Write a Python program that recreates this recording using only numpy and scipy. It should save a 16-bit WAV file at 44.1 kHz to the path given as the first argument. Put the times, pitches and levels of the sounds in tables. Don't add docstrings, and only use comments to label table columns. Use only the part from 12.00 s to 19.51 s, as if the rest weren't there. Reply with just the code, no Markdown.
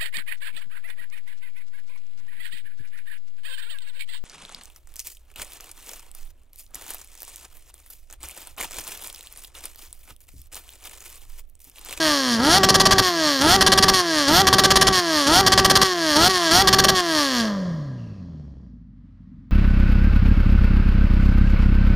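import sys
import numpy as np
from scipy import signal
from scipy.fft import rfft, irfft
from scipy.io import wavfile
from scipy.ndimage import uniform_filter1d

SR = 44100
rng = np.random.default_rng(int(sys.argv[2]) if len(sys.argv) > 2 else 0)


def to_wav(s):
    ch = np.atleast_2d(s).T
    pcm = np.round(np.clip(ch, -1, 1) * 32767)
    wavfile.write(sys.argv[1], SR, pcm.astype(np.int16))


def makeup_ratio(level_db):
    decades = np.asarray(level_db, float) / 20
    return 10 ** decades


N = 331191


def rms_one(x):
    return x / np.sqrt(np.mean(x ** 2) + 1e-20)


def band(x, low_hz, high_hz, order=2):
    return signal.sosfilt(signal.butter(order, [low_hz, high_hz], "band", fs=SR, output="sos"), x)


def lag(x, seconds):
    r = np.exp(-1 / (seconds * SR))
    return signal.lfilter([1 - r], [1, -r], x)


def resonate(x, modes, sway_db=0.):
    out = 0
    for hz, width_hz, db in modes:
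        r = np.exp(-np.pi * width_hz / SR)
        poles = [1, -2 * r * np.cos(2 * np.pi * hz / SR), r * r]
        ring = signal.lfilter([(1 - r * r) / 2, 0, (r * r - 1) / 2], poles, x)
        sway = sway_db * np.interp(np.arange(N), np.linspace(0, N, 120), rng.standard_normal(120))
        out = out + makeup_ratio(db + sway) * ring
    return out


def evened(x, seconds):
    return x / np.sqrt(uniform_filter1d(x ** 2, int(seconds * SR)) + 1e-12)


def gate(spans, values):
    out = np.zeros(N)
    for (start, end), value in zip(spans, values):
        out[int(start * SR):int(end * SR)] = value
    return out


def delayed(x, seconds):
    return np.pad(x, (round(seconds * SR), 0))[:N]


# (frequency [Hz], level per Hz [dB])
TRAFFIC_COLOUR = [(260, -45.5), (450, -3), (520, -4.5), (789, -10), (1230, -6), (1440, -10.5), (1870, -8.5),
                  (2390, -16.5), (4490, -21.5), (14000, -50.5)]


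def traffic():
    level_db, lorry_s, lorry_db_per_s = -74.5, 7.16, 5
    colour_hz, colour_db = np.transpose(TRAFFIC_COLOUR)
    hz = np.maximum(np.arange(N // 2 + 1) * SR / N, 1)
    shape = makeup_ratio(np.interp(np.log(hz), np.log(colour_hz), colour_db))
    hiss = rms_one(irfft(rfft(rng.standard_normal(N)) * shape, N))
    swell = makeup_ratio(1.6 * rms_one(lag(lag(rng.standard_normal(N), .1), .1)))
    nearing = lorry_db_per_s * np.maximum(np.arange(N) / SR - lorry_s, 0)
    return makeup_ratio(level_db + nearing) * swell * hiss


# (time [s], frequency [Hz], level [dB])
LORRY_WHINE = [
    (5.85, 3020, -106),
    (5.999, 2832, -58),
    (6.1, 2670, -63),
    (6.199, 2563, -66),
    (6.301, 2560, -95),
]


def lorry_whine():
    s, hz, level_db = np.transpose(LORRY_WHINE)
    t = np.arange(N) / SR
    tone = np.sin(2 * np.pi * np.cumsum(np.interp(t, s, hz)) / SR)
    flutter = rms_one(lag(rng.standard_normal(N), 0.0023))
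    return makeup_ratio(np.interp(t, s, level_db, left=-120, right=-120)) * tone * flutter


# (throttle opens [s], speed then [strokes/s], limiter reached [s],
#         spark relit with throttle shut [s], speed then [strokes/s])
BLIPS = [
    (.385, 219, .585, 1.02, 378),
    (1.4, 259, 1.565, 1.928, 384),
    (2.27, 271, 2.42, 2.924, 380),
    (3.26, 272, 3.412, 3.84, 386),
    (4.15, 288, 4.283, 4.292, 385),
    (4.5, 316, 4.625, 4.945, 376),
]
# (time [s], speed [strokes/s])
RUN_DOWN = [
    (5.16, 307.4),
    (5.43, 223),
    (5.53, 202),
    (5.91, 130),
    (6.22, 90.6),
    (6.43, 72.7),
    (6.89, 47.7),
    (7.2, 42.5),
    (7.51, 44.5),
]


def speed():
    start_rate, top_rate, limit_rate = 327.6, 399, 385.5
    points = [(0, start_rate)] + RUN_DOWN
    for opened, low_rate, full, relit, relit_rate in BLIPS:
        points += [(opened, low_rate), (relit, relit_rate)]
        if relit - full > .1:
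            points += [(full - .005, top_rate), (full + .03, limit_rate), (relit - .005, limit_rate)]
    return np.interp(np.arange(N) / SR, *np.transpose(sorted(points)))


SPARK_BURSTS = [
    [.631, .687, .742, .798, .853, .908, .981],
    [1.608, 1.663, 1.718, 1.775, 1.825, 1.881],
    [2.468, 2.527, 2.582, 2.636, 2.704, 2.756, 2.81, 2.868],
    [3.463, 3.519, 3.576, 3.645, 3.697, 3.753, 3.814],
    [4.672, 4.727, 4.784, 4.838, 4.883],
]


def sparks():
    burst_s, every_s, rest_share, level_db = .0195, .055, .35, -11.5
    start = np.concatenate(SPARK_BURSTS)
    wait = np.concatenate([np.r_[np.diff(run), every_s] for run in SPARK_BURSTS])
    length = burst_s + rest_share * (wait - every_s)
    return gate(zip(start + .001, start + length), np.full(len(start), makeup_ratio(level_db)))


# (speed [strokes/s], first order [dB], second order [dB], bark [dB], crack [dB], rumble [dB])
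COASTING = [(45.3, -51, -52, -88, -95, -81), (61, -45, -59, -72, -75.5, -51.5),
            (75.3, -41, -42, -65.5, -67, -46.5), (114.5, -33.5, -41.5, -53.5, -62, -43),
            (129.4, -31, -43, -48.5, -58, -39.5), (165.4, -29, -49.5, -40.5, -49.5, -63),
            (199.3, -25.5, -50, -33.5, -41.5, -62), (232, -21, -48, -24, -21.5, -36),
            (267, -27, -35, -26, -23.5, -58.5), (298, -23, -39, -20.5, -18.5, -34.5),
            (354.5, -26.5, -37.5, -28, -29, -68.5), (356, -25, -44, -24.5, -24, -43)]
# (speed [strokes/s], first order [dB], second order [dB], bark [dB], crack [dB], rumble [dB])
PULLING = [(217, -20, -30.5, -26.5, -40, -48), (272, -22, -34, -21.5, -20, -28),
           (313, -17, -32.5, -17.5, -18, -25.5), (355, -24.5, -25, -16.5, -11, -20.5),
           (410, -32, -22.5, -15, -15.5, -21), (426, -18, -12, -1.5, 3, -31)]
# (first order [dB], second order [dB], bark [dB], crack [dB], rumble [dB])
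SPARK_CUT = (-23, -28, -26.5, -31, -26)
# (first order [dB], second order [dB], bark [dB],
# crack [dB], rumble [dB])
AFTERBURN = (0.5, 2.5, 5.5, 7.5, 12)
# (first order [dB], second order [dB], bark [dB], crack [dB], rumble [dB])
FUEL_GULP = (0.12, 0.1, 5, 6, 3)
# (time [s], length [s], strength [1])
BURN_OFF = [
    (0.0, 0.081, 0.41),
    (1.021, 0.082, 0.75),
    (1.932, 0.013, 2.1),
    (1.945, 0.062, 0.87),
    (2.918, 0.081, 1.08),
    (3.838, 0.025, 0.81),
    (4.287, 0.026, 0.83),
    (4.33, 0.15, 0.65),
    (4.946, 0.057, 0.92),
]


def controls():
    rate = speed()
    opened, _, full, relit, _ = np.transpose(BLIPS)
    ones = np.ones(len(BLIPS))
    pulling = gate(zip(opened, full), ones)
    limited = gate(zip(full, relit), ones)
    burns = gate([(s, s + length) for s, length, _ in BURN_OFF], [row[2] for row in BURN_OFF])
    burning = lag(burns, .009)
    gulp = lag(gate(zip(opened + .006, opened + .022), ones), .0016)
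    cut = lag(limited, .0013)
    push = lag(pulling + limited, .0098) * np.clip(pulling + limited, 0, 1)
    shut, wide = np.transpose(COASTING), np.transpose(PULLING)
    levels = []
    for shut_db, wide_db, cut_db, burn_db, gulp_db in zip(shut[1:], wide[1:], SPARK_CUT, AFTERBURN, FUEL_GULP):
        coasting = np.interp(rate, shut[0], shut_db) + burn_db * burning
        open_db = np.interp(rate, wide[0], wide_db) + gulp_db * gulp
        running = coasting + push * (open_db - coasting)
        levels.append(running + cut * (cut_db - running))
    return rate, levels, sparks(), pulling, limited


CYLINDER_LEVELS = [0, -5, -.6, -5.5]
CYLINDER_DELAYS = [0, .022, -.004, .019]


def strokes(rate, spread_db, jitter):
    count = np.cumsum(rate) / SR
    at = np.flatnonzero(np.diff(np.floor(count)))
    cylinder = np.arange(len(at)) % 4
    chance = rng.standard_normal((len(at), 2))
    late = np.array(CYLINDER_DELAYS)[cylinder] + jitter[at] * chance[:, 1]
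    at_late = np.clip(at + np.round(late * SR / rate[at]).astype(int), 0, N - 1)
    clicks = np.zeros(N)
    clicks[at_late] = makeup_ratio(np.array(CYLINDER_LEVELS)[cylinder] + spread_db[at] * chance[:, 0])
    return count, clicks


# (time [s], level [dB])
IDLE_LEVELS = [
    (5.75, -38),
    (5.892, -50.5),
    (6.312, -46),
    (7.21, -54),
    (7.328, -46.5),
    (7.51, -53),
]
# (frequency [Hz], width [Hz], level [dB])
SILENCER = [(70, 40, -2), (125, 50, 0), (180, 50, -2), (245, 40, 0)]


def idle(rate):
    lumpy = np.clip(60 / rate, 0, 1.4) ** 2
    _, clicks = strokes(rate, 2.4 * lumpy, .06 * lumpy)
    s, level_db = np.transpose([(4.31, -85.5)] + IDLE_LEVELS)
    level = makeup_ratio(np.interp(np.arange(N) / SR, s, level_db) + 5.5)
    puffs = resonate(rms_one(clicks) + .6 * rng.standard_normal(N), SILENCER)
    return level * evened(band(puffs, 30, 258, order=8), .3)


def rumble(clicks, level_db, burst):
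    uneven = band((evened(clicks, .06) + 1) * rng.standard_normal(N), 30, 290)
    thud = lag(np.roll(burst > 0, int(.0028 * SR)) * 1., .008)
    return makeup_ratio(level_db + 5.5) * evened(uneven, .05) * (.39 + .65 * thud)


# (multiple of stroke rate [1], level relative to first order [dB])
WEAK_ORDERS = [(.25, -29.5), (.5, -23.5), (.75, -36), (1.25, -28.5), (1.5, -12.5), (1.75, -35),
               (2.25, -18.5), (2.5, -48.5), (2.75, -31.5)]


def drone(count, rate, first_db, second_db, load, misfire, pulling):
    boom_hz, boom_width_hz, boom_db = 167, 16, 12
    turn = 2 * np.pi * count
    waver = 1 + (.05 + .22 * load) * rms_one(band(rng.standard_normal(N), 15, 120))
    weak = misfire * makeup_ratio(-9.5) * np.cos(turn / 2)
    for k, db in WEAK_ORDERS:
        lift_db = boom_db * np.exp(-((k * rate - boom_hz) / boom_width_hz) ** 2)
        weak = weak + makeup_ratio(db - 4.5 + lift_db) * np.cos(k * turn + k * k)
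    third_db = -28 + 18.6 * np.exp(-((3 * rate - 1140) / 70) ** 2) * (1 - .6 * pulling)
    lines = makeup_ratio(first_db) * (np.cos(turn) + weak + makeup_ratio(third_db) * np.cos(3 * turn))
    return -np.sqrt(2) * waver * (lines + makeup_ratio(second_db) * np.cos(2 * turn + .4))


def blasts(clicks, rough, tail_s, steady):
    gusts = evened(lag(clicks, tail_s), .049)
    flow = ((1 - steady) * gusts + steady) * rng.standard_normal(N)
    return -np.sqrt(1 - rough) * evened(clicks, .02) + np.sqrt(rough) * flow


# (frequency [Hz], width [Hz], level [dB])
PIPE_COASTING = [(655, 120, 2), (722, 160, -15), (1139, 170, 6.5), (1310, 540, -5.5), (1639, 62, 13.5),
                 (1819, 120, 9.5), (1850, 48, -17)]
# (frequency [Hz], width [Hz], level [dB])
PIPE_HOT = [(616, 20, -7.5), (914, 170, -1.5), (1310, 120, -7.5), (1332, 190, -1), (1640, 71, 1),
            (1890, 43, 3.5)]
# (frequency [Hz], width [Hz], level [dB])
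PIPE_COLD = [(580, 60, 18), (1010, 80, 10)]


def pipe_bark(clicks, rough, steady, pulling, slow, level):
    shocks = blasts(clicks, rough ** 2.6, .0015, steady)
    hot = lag(pulling, .01)
    rings = hot * resonate(shocks, PIPE_HOT, 1.5) + (1 - hot) * resonate(shocks, PIPE_COASTING, 1.5)
    rings = rings + slow * resonate(shocks, PIPE_COLD)
    return level * evened(band(rings, 250, 2150, order=3), .04)


# (frequency [Hz], width [Hz], level [dB])
OUTLET = [(2688, 470, 12), (3040, 600, 1.5), (4010, 810, -3), (4310, 660, -14), (4740, 64, 4),
          (5410, 630, -16), (5600, 100, -16)]
# (frequency [Hz], width [Hz], level [dB])
OUTLET_LIP = [(7627, 87, 14.5), (8910, 2700, 3), (9100, 840, -7), (10040, 1400, -20.5), (13500, 1600, 2)]


def outlet_crack(clicks, rough, steady, level):
    round_trip_s, share_back = .00091, .3
    loop = np.r_[1, np.zeros(round(round_trip_s * SR) - 1), -share_back]
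    shocks = signal.lfilter([1], loop, blasts(clicks, rough, .0012, steady))
    crack = evened(band(resonate(shocks, OUTLET, 2.5), 2500, 8000), .04)
    sizzle = evened(band(resonate(shocks, OUTLET_LIP, 3), 6500, 17000), .04)
    return level * (crack + makeup_ratio(-9.5) * (10 * level) ** (1 / 5) * sizzle)


def tarmac_bounce(sharp):
    return .75 * (sharp + makeup_ratio(-1.5) * lag(delayed(sharp, .000181), .00003))


# (delay [s], level [dB])
ECHOES = [
    (.011, -17),
    (.029, -17),
    (.052, -22),
]


def echoes(sharp):
    return sum(makeup_ratio(db) * lag(delayed(sharp, s), .00004) for s, db in ECHOES)


# (frequency [Hz], width [Hz], level [dB])
SIDE_HISS = [(5940, 300, 10), (7000, 400, 9.5), (9800, 2400, 25.5), (11700, 500, -25.5), (14200, 500, 15.5)]


def side_hiss(level):
    air = resonate(rng.standard_normal(N), SIDE_HISS, 6.0)
    return rms_one(band(air, 4000, 17000, order=4)) * level * makeup_ratio(-18.5)


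def scene():
    rate, (first_db, second_db, bark_db, crack_db, rumble_db), burst, pulling, limited = controls()
    firing = (burst > 0) * limited
    rate = rate * (1 + .1 * limited * lag((firing - .38) * limited, .04))
    load = np.clip(pulling + lag(firing, .0015), 0, 1)
    spread_db = .35 + .4 * load + 1.5 * limited
    jitter = .0006 + .002 * load + .005 * limited
    count, clicks = strokes(rate, spread_db, jitter)
    slow = np.clip((235 - rate) / 50, 0, 1)
    rough = np.clip(.33 + .05 * pulling + .2 * limited + .25 * firing + .65 * slow, 0, 1)
    steady = np.clip(.45 + .25 * firing + .5 * slow, 0, 1)
    flare = np.maximum(burst + .14 * (burst - lag(burst, .012)), lag(burst, .0026))
    calm = .12 * (1 - load) * (1 - slow) * (1 - limited)
    shocks = clicks ** (1.4 - .4 * np.maximum(pulling, limited))
    crack_level = makeup_ratio(crack_db) + flare
    bark_level = makeup_ratio(bark_db) + makeup_ratio(-4.0) * flare
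    crack = outlet_crack(shocks, rough - calm, steady, crack_level)
    bark = pipe_bark(clicks, rough, steady, pulling, slow, bark_level)
    sharp = tarmac_bounce(crack + bark)
    first_db = first_db - 14 * lag(firing, .003)
    second_db = second_db - 2 * lag(firing, .003)
    tone = drone(count, rate, first_db, second_db, load, lag(limited, .01), pulling)
    background = traffic() + lorry_whine()
    middle = background + idle(rate) + rumble(clicks, rumble_db, burst) + tone + sharp + echoes(sharp)
    return middle + side_hiss(crack_level) * np.array([[1], [-1]])


def top_cut(x):
    return signal.sosfilt(signal.butter(12, 15630, fs=SR, output="sos"), x)


def record(dry):
    low_pass = signal.ellip(10, .5, 60, 14300, fs=SR, output="sos")
    cut = signal.sosfilt(low_pass, np.tanh(dry))
    mix = 1.982 * np.tanh(cut / 1.996)
    return top_cut(mix)


dry = scene()
out = record(dry)
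to_wav(out)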